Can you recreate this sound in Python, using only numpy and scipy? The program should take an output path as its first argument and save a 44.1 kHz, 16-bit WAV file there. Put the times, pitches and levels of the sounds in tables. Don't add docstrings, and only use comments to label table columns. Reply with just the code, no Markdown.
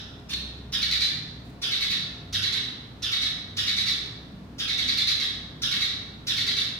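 import sys
import numpy as np
from scipy import signal
from scipy.fft import rfft, irfft, next_fast_len
from scipy.io import wavfile
from scipy.ndimage import map_coordinates

SR = 44100
rng = np.random.default_rng(int(sys.argv[2]) if len(sys.argv) > 2 else 0)


def store_wav(level_fs):
    pcm = np.round(np.clip(np.atleast_2d(level_fs), -1, 1) * 32767)
    wavfile.write(sys.argv[1], SR, pcm.T.astype(np.int16))


N = 299439
LEAD = SR // 2
RING = SR + SR // 4

# (frequency [Hz], gain [dB])
CHATTER_COLOUR = [(600, -73), (1100, -11), (1600, -14), (2200, -17), (2550, -1.5), (3200, -7.5), (3750, -1),
                  (4300, -2.5), (4900, -4.5), (5700, -10.5), (7500, -21), (11500, -18.5), (14000, -31.5),
                  (16000, -24)]


def amp(db):
    return 10 ** (np.asarray(db) / 20)


def unit(x):
    return x / np.sqrt(np.mean(x ** 2) + 1e-20)


def along(points, hz):
    freqs, values = np.transpose(points)
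    return np.interp(np.log(hz + 1), np.log(freqs + 1), values)


def wobble(rate, size):
    knots = rng.standard_normal(size // 4 + 8)
    return map_coordinates(knots[:int(size * rate / SR) + 4], [np.arange(size) * rate / SR])


def filtered(x, response):
    n = x.shape[-1]
    padded = next_fast_len(n + 4096)
    return irfft(rfft(x, padded) * response(np.fft.rfftfreq(padded, 1 / SR)), padded)[..., :n]


def coloured(x, curve):
    return filtered(x, lambda hz: amp(along(curve, hz)))


def add(track, start_s, sound):
    part = track[..., max(0, LEAD + round(start_s * SR)):][..., :sound.shape[-1]]
    part += sound[..., :part.shape[-1]]


def air_rush(swell_db):
    # (frequency [Hz], level [dB])
    colour = [(20, -16), (42, -16), (60, 1.5), (80, -7), (115, -0.5), (170, -4), (260, -2), (370, -13),
              (600, -16), (1000, -19.5), (2000, -26), (4500, -31), (8000, -44.5), (15500, -48.5)]
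    # (frequency [Hz], likeness [0 to 1])
    likeness = [(60, 0.97), (150, 0.95), (300, 0.87), (600, 0.6), (1200, 0.046), (8000, 0)]

    def mid_and_side(hz):
        width = np.arccos(np.clip(along(likeness, hz), -1, 1)) / 2
        return amp(along(colour, hz)) * [np.cos(width), np.sin(width)]

    mid, side = filtered(rng.standard_normal((2, N)), mid_and_side)
    air = unit(np.array([mid + side, mid - side]))
    swelling_band = filtered(air, lambda hz: along([(130, 0), (230, .85), (450, 0), (900, 0)], hz))
    return air + swelling_band * (amp(swell_db * wobble(1.9, N)) - 1)


def machinery(air_db, hum_db, waver_db):
    # (frequency [Hz], level before hum_db [dB])
    hum_tones = [(97, -51.5), (119, -54), (156, -54), (194, -56), (350, -69.5), (414.5, -61.5),
                 (701, -67.5), (1405, -73)]
    t = np.arange(N) / SR

    def tone(hz, depth_db):
        wave = np.sin(2 * np.pi * hz * t + wobble(5, N))
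        return unit(wave * amp(depth_db * wobble(5, N)))

    air = amp(air_db) * air_rush(swell_db=.8)
    hum = sum(amp(db + hum_db) * tone(hz, waver_db) for hz, db in hum_tones)
    start_s, ramp_s, hold_s = .29, .059, .69
    surge_db = np.interp(t, start_s + np.cumsum([0, ramp_s, hold_s, ramp_s]), [0, 10, 10, 0])
    motor = amp(-55 + surge_db) * tone(hz=64, depth_db=0)
    return air + hum + motor


def ticks(fade_s):
    # (time [s], level before colouring [dB])
    snaps = [(.1995, -43), (.3375, -15.5)]
    track, t = np.zeros((2, LEAD + N)), np.arange(SR // 50) / SR
    for start, db in snaps:
        snap = rng.standard_normal((2, len(t))) * amp(db - 60 * t / fade_s)
        add(track, start, coloured(snap, [(400, -20), (1500, 1), (4500, 3.5), (8000, -11), (15000, -22)]))
    return track[:, LEAD:]


def wing_rustle(start_s, db):
    track, size = np.zeros((2, LEAD + N)), SR // 5
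    hiss = coloured(rng.standard_normal((2, size)), [(2000, -30), (6000, -1), (12000, -5), (16000, -6)])
    flutter = amp(db + 4.6 * wobble(70, size))
    add(track, start_s, flutter * np.hanning(size) * unit(hiss))
    return track[:, LEAD:]


def echo_tail():
    # (frequency [Hz], time to fall 60 dB [s])
    ring_times = [(500, 2.23), (2200, 0.78), (3200, 0.8), (4300, 0.75), (5500, 0.72), (7500, 0.62),
                  (11000, 0.55), (16000, 0.45)]
    hz, t, spectrum = signal.stft(rng.standard_normal((2, RING)), SR, nperseg=256)
    fade = amp(-60 * t / along(ring_times, hz)[:, None])
    tail = signal.istft(spectrum * fade, SR, nperseg=256)[1][:, :RING]
    tail *= 1 - np.exp(-np.arange(tail.shape[1]) / SR / .016)
    return tail / np.linalg.norm(tail, axis=1, keepdims=True)


def tile_echoes(spread_s, count):
    echoes = np.zeros((2, RING))
    for side, lateness in zip(echoes, rng.uniform(.02, 1, (2, count))):
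        side[(lateness * spread_s * SR).astype(int)] = np.exp(-lateness) * rng.choice([-1, 1], count)
    return echoes / np.linalg.norm(echoes, axis=1, keepdims=True)


def passage(calls, direct_db, early_db, tail_db, change_rad):
    # (frequency [Hz], left minus right [dB])
    balance = [(1000, 1), (2400, -1), (4000, -2.5), (6000, -3), (9000, 0), (14000, 5)]
    track, shared_tail = np.zeros((2, LEAD + N)), echo_tail()
    for start, sound in calls:
        paths = amp(tail_db) * (np.cos(change_rad) * shared_tail + np.sin(change_rad) * echo_tail())
        paths += amp(early_db) * tile_echoes(spread_s=.03, count=14)
        paths[0, 0] += amp(direct_db)
        paths[1, rng.integers(0, 8)] += amp(direct_db)
        add(track, start, signal.fftconvolve(sound[None], paths, axes=1))
    return filtered(track[:, LEAD:], lambda hz: amp(along(balance, hz) * np.array([[.5], [-.5]])))


def syrinx_side(pitch, jitter, flutter_hz, rough_db):
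    # (multiple of the pitch, level [dB])
    harmonics = [(1, -1.5), (2, 3.5), (3, -6.5), (4, -7.5), (5, -27)]
    size = len(pitch)
    phase = 2 * np.pi * np.cumsum(pitch * (1 + jitter * wobble(flutter_hz, size))) / SR
    tone = sum(amp(db) * np.sin(round(k) * phase) for k, db in harmonics)
    return unit(tone * amp(rough_db * wobble(flutter_hz, size)))


def note(pitch_hz, length_s, course, throat, rest_hz, low_ratio, low_db, whistle_db, lisp_db, attack_s):
    size = SR // 8
    progress = np.arange(size) / SR / length_s
    share, *columns = np.transpose(course)
    bend, voice_db, air_db = (np.interp(progress, share, column) for column in columns)
    pitch = pitch_hz * bend
    high = syrinx_side(pitch, jitter=.02, flutter_hz=900, rough_db=3)
    low = syrinx_side(pitch * low_ratio, jitter=.065, flutter_hz=1200, rough_db=3)
    source = amp(voice_db) * (high + amp(low_db) * low) + amp(air_db) * rng.standard_normal(size)
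    gate = np.clip(progress * length_s / attack_s, 0, 1) * np.clip((1.1 - progress) / .092, 0, 1)
    spurts = amp(1.6 * wobble(450, size))
    tighten = (pitch_hz / rest_hz) ** .8
    voice = filtered(source * gate * spurts, lambda hz: amp(along(throat, hz / tighten)))
    voice = unit(voice) * np.sqrt(length_s * SR / size)
    hiss = coloured(rng.standard_normal(size), [(4000, -32), (5600, -4), (6800, -13), (8200, -45)])
    lisp = amp(lisp_db) * unit(hiss) * np.exp(-((progress - .12) / .09) ** 2)
    crest = np.exp(-((progress - .36) / .22) ** 2)
    whistle = amp(whistle_db) * crest * np.sin(2 * np.pi * np.cumsum(pitch) / SR)
    return voice + whistle + lisp


def pushed(extra_db, usual_hz, usual_s):
    return usual_hz * np.exp(.015 * extra_db), usual_s * np.exp(-.036 * extra_db)


def lone_chirp(db, hz, length_s):
    # (progress [0 to 1], pitch [ratio], voice [dB], breath [dB])
    course = [(0, .7, -31, -12), (.3, .8, -10, 2), (.6, 0.71, -11.5, 1.5), (.8, 0.95, 1.5, -6),
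              (1, 0.9, -5, -34)]
    return amp(db) * note(hz, length_s, course, CHATTER_COLOUR, rest_hz=2410, low_ratio=.88,
                          low_db=1, whistle_db=-16, lisp_db=-6.5, attack_s=.002)


def rasp_note(db, usual_db=-20.5):
    # (progress [0 to 1], pitch [ratio], voice [dB], breath [dB])
    course = [(0, 1.15, -18, -5), (.1, 1.1, -11, 3.5), (.27, 1.04, 3, -1.5), (.5, 1.01, -1.5, -7.5),
              (.75, .95, -9.5, -2), (1, .8, -10, -19)]
    # (frequency [Hz], gain [dB])
    throat = [(600, -85), (1000, -14.5), (1400, -5.5), (1900, -17.5), (2200, -4.5), (2700, -0.5),
              (3500, -4.5), (3900, -1.5), (4350, -0.5), (5100, 1), (6800, -18.5), (8000, -17), (11000, -12),
              (14000, -23.5), (16000, -21)]
    hz, length_s = pushed(db - usual_db, usual_hz=1822, usual_s=.073)
    return amp(db) * note(hz, length_s, course, throat, rest_hz=1856, low_ratio=.92,
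                          low_db=4.5, whistle_db=-14.5, lisp_db=-5, attack_s=.0012)


def chatter_note(db, usual_db=-18.5):
    # (progress [0 to 1], pitch [ratio], voice [dB], breath [dB])
    course = [(0, .88, 0.5, 3.5), (.14, .98, -8.5, 3.5), (.32, 1, 2.5, -1.5), (.55, 0.8, -4, -3.5),
              (.8, .87, -11.5, -1), (1, 0.86, 2.5, -6.5)]
    hz, length_s = pushed(db - usual_db, usual_hz=2275.5, usual_s=.054)
    return amp(db) * note(hz, length_s, course, CHATTER_COLOUR, rest_hz=2233, low_ratio=.88,
                          low_db=3, whistle_db=-4.5, lisp_db=-11, attack_s=.0035)


def burst(start, count, spacing, rasp_db, chatter_db, build_db):
    hurry_s, pause_s, weaker_db = .003, .029, 4.5
    calls = [(start, rasp_note(rasp_db))]
    for k in range(round(count)):
        tired = k >= 5
        onset = start + (k + 1) * spacing - hurry_s + tired * pause_s
        calls.append((onset, chatter_note(chatter_db + k * build_db - tired * weaker_db)))
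    return calls


def sparrow():
    # (time [s], chatter notes [count], spacing [s], rasp level [dB],
    # first chatter level [dB], change per note [dB])
    bursts = [(-.24, 0, .1, -18, -19, -2), (.721, 3, .0955, -21, -18, 1), (1.616, 3, 0.096, -22, -19, 0.05),
              (2.325, 2, 0.1, -20, -19, -0.9), (3.02, 2, 0.097, -22, -19, -.3),
              (3.566, 3, .1, -20, -18.5, 0.34), (4.582, 6, .098, -22.5, -19.5, 0.85),
              (5.617, 2, .095, -19.5, -19, 0.7), (6.267, 3, 0.1, -19, -18, -0.14)]
    # (time [s], level [dB], base pitch [Hz], length [s])
    chirps = [(0.288, -23, 2299, .06)]
    calls = [call for row in bursts for call in burst(*row)]
    return calls + [(start, lone_chirp(db, hz, length_s)) for start, db, hz, length_s in chirps]


def scene():
    bird = passage(sparrow(), direct_db=-12.5, early_db=-9.5, tail_db=-8, change_rad=.91)
    small_sounds = ticks(fade_s=.0075) + wing_rustle(start_s=1.4, db=-67.5)
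    return bird + small_sounds + machinery(air_db=-45, hum_db=-.5, waver_db=4.5)


def record(dry):
    return filtered(dry, lambda hz: hz < 15850)


dry = scene()
out = record(dry)
store_wav(out)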